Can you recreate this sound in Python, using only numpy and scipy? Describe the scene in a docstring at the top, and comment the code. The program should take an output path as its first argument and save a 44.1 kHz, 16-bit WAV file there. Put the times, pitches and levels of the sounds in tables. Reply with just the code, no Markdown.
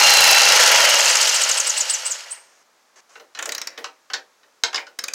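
"""Workshop, then a van. A jigsaw ends a cut in a clamped board: housing rattle, blade rasp, motor whine.
It coasts to a stop, the dry blade guide squeaking twice a stroke. In the van a ratchet wrench drives
a screw through a timber batten into the steel side: the pawl clicks on the back swings, the socket
knocks as it takes up the load, the panel booms. Faint hand rubs and still air lie underneath."""
import sys
import numpy as np
from scipy import signal
from scipy.fft import rfft, irfft
from scipy.io import wavfile
from scipy.ndimage import uniform_filter1d

SR = 44100
rng = np.random.default_rng(int(sys.argv[2]) if len(sys.argv) > 2 else 0)


def generate_wav(signal):
    """Clip the signal to [-1, 1] and save it as 16-bit WAV at the path in sys.argv[1]."""
    frames = np.transpose(np.atleast_2d(signal))
    scaled = np.clip(frames, -1, 1) * 32767
    pcm = np.round(scaled).astype(np.int16)
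    wavfile.write(sys.argv[1], SR, pcm)


N = 226850
TIME_S = np.arange(N) / SR

# Levels in all tables are relative.
# powered saw, sagging under load: t/s, stroke rate/Hz
POWERED_RATE = [(0, 29.6), (.33, 28.2), (.5, 28.8)]
# running saw: t/s, housing rattle/dB, gear and blade rasp/dB
SAW_LEVELS = [(0, -19.5, -14.5), (.4, -19.5, -15.5), (.6, -17, -14.5), (.9, -20, -17), (1.3, -27, -19),
              (1.8, -34.5, -28), (2.17, -41.5, -36), (2.42, -53.5, -54.5), (2.66, -81, -77)]
# bright upstroke rasp; motor whine: t/s, level/dB
UPSTROKE_LEVELS = [(0, -31), (.3, -25), (.42, -33.5), (.8, -32.5), (2.3, -67.5)]
WHINE_LEVELS = [(0, -22), (.33, -24.5), (.5, -28), (.66, -49.5), (.76, -27), (.93, -27), (1.2, -39.5)]
# dry spots on the guide: crank past upstroke/turns, glide/oct, level/dB, loudest stroke rate/Hz
SQUEAK_SPOTS = [(0, 0.23, -17, 8.6), (.26, -0.66, -13, 13.8)]
# pawl drops: t/s, level/dB, ring f/Hz
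PAWL_DROPS = [(3.389, -18.5, 4360), (3.4244, -14.5, 7700), (3.456, -14, 4070), (3.491, -12, 4250),
              (3.52, -11, 4400), (3.5486, -12.5, 4220), (3.58, -14.5, 5600), (3.615, -13, 5340),
              (3.6716, -13, 5420), (4.9884, -11.5, 5220), (5.0384, -11.5, 4970), (5.082, -13, 2380),
              (5.1354, -10, 4850)]
# back swings, socket still bearing on the screw: start t/s, jolt boost/dB
BACK_SWINGS = [(3.39, 10.5), (4.98, 1.5)]
# socket knocks: t/s, batten level/dB, steel level/dB
SOCKET_KNOCKS = [(3.154, -29.5, -55), (3.197, -37, -50.5), (3.349, -30.5, -37), (3.372, -27.5, -43.5),
                 (3.776, -20.5, -37.5), (3.842, -19, -28.5), (4.1, -24, -43), (4.134, -17, -23),
                 (4.139, -14.5, -24.5), (4.431, -44.5, -61), (4.636, -6.5, -13), (4.729, -19, -37),
                 (4.744, -13.5, -23.5), (4.757, -28, -23), (4.779, -14.5, -36), (4.867, -33, -47)]
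# thin door panel flexing as the hand leans on the wrench: t/s, level/dB
PANEL_FLEXES = [(3.197, -51.5), (3.47, -37), (3.779, -40.5)]
# screw creaking in timber: t/s, f/Hz, level/dB
SCREW_CREAKS = [(4.75, 5030, -18), (4.78, 2250, -17)]
# hands on wood and tool: start t/s, length/s, level/dB
HAND_RUBS = [(2.42, 0.21, -59), (2.959, 0.048, -50.5), (3.092, 0.095, -53.5)]
# resonances of the parts: f/Hz, bandwidth/Hz, level/dB
HOUSING_MODES = [(523, 40, -0.5), (648, 76, -1), (847, 46, 3), (966, 63, 1.5), (1358, 90, 0.5),
                 (1680, 150, -4), (1923, 200, -1.5)]
GEAR_MODES = [(1400, 250, -2.5), (2816, 200, 4.5), (3270, 340, -2.5), (4840, 460, -7), (5315, 250, -1.5),
              (6570, 310, -2)]
WRENCH_MODES = [(2130, 720, -9.5), (3870, 185, -2), (4780, 400, -7.5), (6500, 800, 1), (6310, 1140, -1.5),
                (7300, 840, -9), (10530, 680, -21), (13900, 440, -32)]
BATTEN_MODES = [(780, 21.5, 8), (906, 56, 4.5), (1315, 25, -1), (1770, 37, -28)]
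# saw noise spectra: f/Hz, level/dB
RATTLE_SPECTRUM = [(50, -62), (100, -49), (250, -25), (500, -0.5), (850, -2.5), (1150, 0), (2300, 6),
                   (3300, -12), (6000, -42)]
RASP_SPECTRUM = [(1200, -41.5), (2600, -2), (3500, -2), (4300, 3.5), (6000, 3), (7200, -2), (8800, -8.5),
                 (12000, -15.5), (16000, -32.5)]
UPSTROKE_SPECTRUM = [(3000, -12), (7000, -0.5), (10000, 0.5), (12500, -2), (14700, 0.5), (16000, -18)]
DRAUGHT_SPECTRUM = [(20, -6), (250, -9), (1500, -55.5)]
# spectra of the struck parts: f/Hz, level/dB
BATTEN_SPECTRUM = [(300, -30.5), (750, -12), (1500, 0), (3200, -9.5), (4500, -18), (9000, -55)]
SOCKET_SPECTRUM = [(1500, -23), (3000, 3), (5000, 5), (6300, 1), (8000, -9.5), (11000, -25), (16000, -40)]
PANEL_SPECTRUM = [(60, -43), (280, 2), (400, 7), (550, 13), (800, -0.5), (2500, -17)]
# background noise spectra: f/Hz, level/dB
RUB_SPECTRUM = [(80, -49.5), (400, -0.5), (1700, 1.5), (3800, -9), (6300, 1), (15000, -33)]
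AIR_SPECTRUM = [(70, -31.5), (250, -13.5), (500, -7), (1200, -5.5), (3000, -14.5), (6500, -13.5),
                (9000, -22.5), (16000, -29)]


def saw_body(turns):
    """Loose parts excite housing and gears; the blade rasps sharply on each upstroke."""
    rattle_db, rasp_db = curves(SAW_LEVELS)
    upstroke_db, = curves(UPSTROKE_LEVELS)
    shake, knock = [clatter(turns, stroke_db=1, gear_db=-.3, grain_db=3.5) for _ in range(2)]
    grind, mesh = [clatter(turns, stroke_db=1.2, gear_db=1.2, grain_db=2.5) for _ in range(2)]
    housing = from_db(-2) * unit_rms(resonate(knock, HOUSING_MODES))
    gears = from_db(-2.5) * unit_rms(resonate(mesh, GEAR_MODES))
    rattle = from_db(rattle_db + .37) * unit_rms(colour(shake, RATTLE_SPECTRUM) + housing)
    rasp = from_db(rasp_db + 1.5) * unit_rms(colour(grind, RASP_SPECTRUM) + gears)
    bite = clatter(turns, stroke_db=5.5, gear_db=2, grain_db=3)
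    return rattle + rasp + from_db(upstroke_db) * colour(bite, UPSTROKE_SPECTRUM)


def clatter(turns, stroke_db, gear_db, grain_db):
    """Gritty contact noise; surges once a turn with the upstroke, three times with gear load."""
    crank_rad = 2 * np.pi * turns
    stroke_surge_db = stroke_db * (np.cos(crank_rad) + np.cos(2 * crank_rad) / 2)
    surge_db = stroke_surge_db + gear_db * np.cos(3 * crank_rad + drift(10))
    return unit_rms(rng.standard_normal(N) * from_db(surge_db + grain_db * drift(700) + 1.2 * drift(90)))


def saw_stroke_hz(friction_hz_per_s=9.757, fan_tau_s=3.348, stop_s=2.572):
    """Stroke rate: held by the motor, then braked to rest by dry friction and fan drag."""
    powered_hz, = curves(POWERED_RATE)
    coasting_hz = friction_hz_per_s * fan_tau_s * np.expm1(np.maximum(stop_s - TIME_S, 0) / fan_tau_s)
    return np.minimum(powered_hz, coasting_hz)


def saw_motor(stroke_hz, turns, rotor_turns_per_stroke=9.46):
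    """Three fluttering rotor orders sink as the motor slows; the fan adds a low draught."""
    whine_db, = curves(WHINE_LEVELS)
    rotor_rad = 2 * np.pi * rotor_turns_per_stroke * turns + drift(130) / 20
    gear = .48 * np.sin(3 * rotor_rad + .8 * drift(110))
    middle = np.sin(10 * rotor_rad) * np.interp(TIME_S, [.5, .65], [1, 0])
    high = np.sin(15 * rotor_rad)
    whine = sum(from_db(2.2 * drift(70)) * tone for tone in [gear, middle, high])
    whine *= from_db(-4.5 * np.cos(2 * np.pi * turns))  # ducks under upstroke load
    draught = colour(rng.standard_normal(N), DRAUGHT_SPECTRUM)
    draught *= from_db(-83.5 + 4 * drift(63)) * stroke_hz
    fade = np.interp(TIME_S, [1.15, 1.35], [1, 0])
    return (from_db(whine_db + 4) * whine + draught) * fade


def guide_squeaks(stroke_hz, turns, max_width_s=.01):
    """The blade slides through its dry guide; slower strokes give longer, purer squeaks."""
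    out = np.zeros(N)
    t = np.arange(-2600, 2600) / SR
    for at_s, rate_hz, glide_oct, db in squeak_events(stroke_hz, turns):
        width_s = min((.07 if glide_oct > 0 else .057) / rate_hz, max_width_s)
        sag_oct = abs(glide_oct) / 2 - glide_oct / 2 * np.tanh(t / width_s / 2)
        top_hz = 8440 + 1500 / rate_hz
        jitter_hz = 350 * np.sqrt(rate_hz / 10) * drift(1500, len(t))
        phase = 2 * np.pi * np.cumsum(top_hz * 2 ** -sag_oct + jitter_hz) / SR
        # slipping contact smears part of the tone into a rasp
        slip = 2 * np.pi * np.cumsum(1000 * drift(4000, len(t))) / SR
        scrape = from_db(-5) * np.sin(phase + slip) + from_db(-24) * np.sin(2 * phase + slip / 2)
        # breaks loose faster than it settles
        swell = np.exp(-(t / np.where(t < 0, .83 * width_s, width_s)) ** 2 / 2)
        gain = from_db(db + 1.6 * drift(440, len(t)))
        add(out, at_s + t[0], (np.sin(phase) + scrape) * gain * swell)
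    blade_ring = resonate(out, [(8200, 60, -10), (8880, 25, 7)])
    return out + blade_ring


def squeak_events(stroke_hz, turns, slowest_hz=1.5, fastest_hz=21.5, fall_db_per_oct2=2.6):
    """One squeak per pass of a dry spot: t/s, stroke rate/Hz, glide/oct, level/dB."""
    for spot_turns, glide_oct, db, loudest_hz in SQUEAK_SPOTS:
        for i in np.flatnonzero(np.diff(np.floor(turns - spot_turns)) > 0):
            if slowest_hz < stroke_hz[i] < fastest_hz:
                loss_db = fall_db_per_oct2 * np.log2(stroke_hz[i] / loudest_hz) ** 2
                yield TIME_S[i], stroke_hz[i], glide_oct, db - loss_db


def pawl_clicks(bearing_s=.046):
    """The pawl snaps over each tooth, rings the wrench head and jolts batten and panel."""
    steel, wood, panel = np.zeros((3, N))
    for at_s, db, ring_hz in PAWL_DROPS:
        snap = contact(rise_s=.0021, t60_s=.019)
        ring = resonate(snap, WRENCH_MODES + [(ring_hz, 220, 2)], scatter_db=4)
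        click = ring + from_db(-17) * contact(rise_s=.0002, t60_s=.011)
        add(steel, at_s, from_db(db + 12.5) * click / np.linalg.norm(click))
        bearing_db = sum(boost_db * np.exp(-((at_s - start_s) / bearing_s) ** 2 / 2)
                         for start_s, boost_db in BACK_SWINGS)
        add(wood, at_s, from_db(bearing_db - 33.5) * contact(rise_s=.00094, t60_s=.064))
        add(panel, at_s, from_db(bearing_db - 53.5) * contact(rise_s=.016, t60_s=.3))
    spring_ring = resonate(steel, [(14550, 40, 6)])
    return steel + spring_ring + colour(wood, BATTEN_SPECTRUM) + colour(panel, PANEL_SPECTRUM)


def socket_knocks(boom_db=-35.5, boom_db_per_db=.68):
    """The socket takes up its play: steel clinks, the batten knocks, the panel booms and flexes."""
    steel, wood, panel = np.zeros((3, N))
    for at_s, wood_db, steel_db in SOCKET_KNOCKS:
        rise_s = .00035 * from_db(-wood_db)  # gentle contacts build slowly
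        add(wood, at_s, from_db(wood_db - 10) * contact(rise_s, t60_s=.028))
        add(steel, at_s, from_db(steel_db + 3) * contact(rise_s, t60_s=.017))
        add(panel, at_s, from_db(boom_db + boom_db_per_db * wood_db) * contact(rise_s, t60_s=.23))
    for at_s, db in PANEL_FLEXES:
        add(panel, at_s, from_db(db) * contact(rise_s=.0047, t60_s=.18))
    batten = colour(wood, BATTEN_SPECTRUM) + from_db(9) * resonate(wood, BATTEN_MODES)
    return colour(steel, SOCKET_SPECTRUM) + batten + colour(panel, PANEL_SPECTRUM)


def screw_creaks(width_s=.00091):
    """The thread sticks and slips for a few milliseconds."""
    out = np.zeros(N)
    for at_s, hz, db in SCREW_CREAKS:
        swell = np.exp(-((TIME_S - at_s) / width_s) ** 2 / 2)
        out += from_db(db) * swell * np.sin(2 * np.pi * hz * TIME_S)
    return out


def van_thud(width_s=.00092):
    """The hardest knock shakes the whole van."""
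    at_s = max(SOCKET_KNOCKS, key=lambda row: row[1])[0]
    return from_db(-39.5) * np.exp(-((TIME_S - at_s) / width_s) ** 2)


def hand_rubs():
    """Skin slides over wood and steel."""
    envelope = np.zeros(N)
    for start_s, length_s, db in HAND_RUBS:
        touching = 1.0 * ((TIME_S > start_s) & (TIME_S < start_s + length_s))
        envelope += from_db(db) * uniform_filter1d(touching, size=200)
    return colour(envelope * rng.standard_normal(N), RUB_SPECTRUM)


def still_air():
    """Faint, steady broadband hiss."""
    return from_db(-60.5) * colour(rng.standard_normal(N), AIR_SPECTRUM)


def room(x, wet_db, t60_s, treble_t60_s, treble_db, size=30000):
    """Direct sound plus a diffuse tail in two bands, each with its own decay."""
    t = np.arange(size) / SR
    low = butterworth(rng.standard_normal(size), 2500, "low")
    high = butterworth(rng.standard_normal(size), [2500, 9000], "band")
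    tail = low * from_db(-60 * t / t60_s) + high * from_db(treble_db - 60 * t / treble_t60_s)
    tail *= 1 - np.exp(-t / .0015)
    tail /= np.sqrt(np.sum(from_db(-120 * t / t60_s)))
    return x + from_db(wet_db) * signal.fftconvolve(x, tail)[:N]


def contact(rise_s, t60_s, size=12000):
    """Chatter of two parts meeting: a burst that swells and dies, peak 1."""
    t = np.arange(size) / SR
    shape = (1 - np.exp(-t / rise_s)) * from_db(-60 * t / t60_s)
    return rng.choice([-1, 1], size) * shape / shape.max()


def resonate(x, modes, scatter_db=0):
    """Parallel resonators of alternating sign; modes: f/Hz, bandwidth/Hz, level/dB."""
    out = 0
    for k, (hz, width_hz, db) in enumerate(modes):
        r = np.exp(-np.pi * width_hz / SR)
        ring = signal.lfilter([1, 0, -1], [1, -2 * r * np.cos(2 * np.pi * hz / SR), r * r], x + 1e-18)
        gain = from_db(db + scatter_db * rng.standard_normal())
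        out = out + (-1) ** k * (1 - r * r) / 2 * gain * ring
    return out


def colour(x, spectrum, size=4096):
    """Minimum-phase filter of the given spectrum; white noise keeps its power."""
    hz, db = np.transpose(spectrum)
    log_hz = np.log(np.fft.rfftfreq(size, 1 / SR) + 1)
    gain = unit_rms(from_db(np.interp(log_hz, np.log(hz), db)))
    cepstrum = irfft(np.log(gain))
    cepstrum[1:size // 2] *= 2
    cepstrum[size // 2 + 1:] = 0
    return signal.fftconvolve(x, irfft(np.exp(rfft(cepstrum))))[:len(x)]


def butterworth(x, hz, kind):
    """Butterworth filter, 12 dB/oct skirts."""
    return signal.sosfilt(signal.butter(2, hz, kind, fs=SR, output="sos"), x)


def drift(rate_hz, size=N):
    """Straight lines between unit Gaussian draws."""
    return np.interp(np.arange(size) * rate_hz / SR, np.arange(size), rng.standard_normal(size))


def curves(rows):
    """One per-sample curve for each column after t/s."""
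    times_s, *columns = np.transpose(rows)
    return [np.interp(TIME_S, times_s, column) for column in columns]


def add(out, at_s, sound):
    """Mix a sound in at at_s."""
    i = int(np.clip(at_s * SR, 0, N - 1))
    out[i:i + len(sound)] += sound[:N - i]


def from_db(db):
    """Decibels to gain."""
    return 10 ** (np.asarray(db) / 20)


def unit_rms(x):
    """Scale to unit power."""
    return x / np.sqrt(np.mean(x ** 2) + 1e-20)


def scene():
    """Saw in the workshop, then wrench in the van; mono."""
    stroke_hz = saw_stroke_hz()
    turns = .315 + (np.cumsum(stroke_hz) - stroke_hz.sum()) / SR  # rests .315 turn past an upstroke
    squeaks = guide_squeaks(stroke_hz, turns)
    squeaks = room(squeaks, wet_db=-7.5, t60_s=.18, treble_t60_s=.36, treble_db=-4.5)
    body = saw_body(turns) * np.interp(TIME_S, [2.35, 2.68], [1, 0])
    saw = body + saw_motor(stroke_hz, turns) + squeaks
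    clicks = room(pawl_clicks(), wet_db=-6.5, t60_s=.76, treble_t60_s=.16, treble_db=5.5)
    socket = room(socket_knocks() + screw_creaks(), wet_db=.5, t60_s=.2, treble_t60_s=.15, treble_db=-2)
    wrench = butterworth(clicks + socket, 170, "high")  # small parts radiate little bass
    return (saw + wrench + van_thud() + hand_rubs() + still_air())[None]


def record(dry):
    """Soft-clip the peaks, then low-pass steeply."""
    ceiling, cutoff_hz = .74, 16000
    rounded = dry / (1 + (dry / ceiling) ** 6) ** (1 / 6)
    return signal.sosfilt(signal.ellip(10, .1, 80, cutoff_hz, fs=SR, output="sos"), rounded)


dry = scene()
out = record(dry)
generate_wav(out)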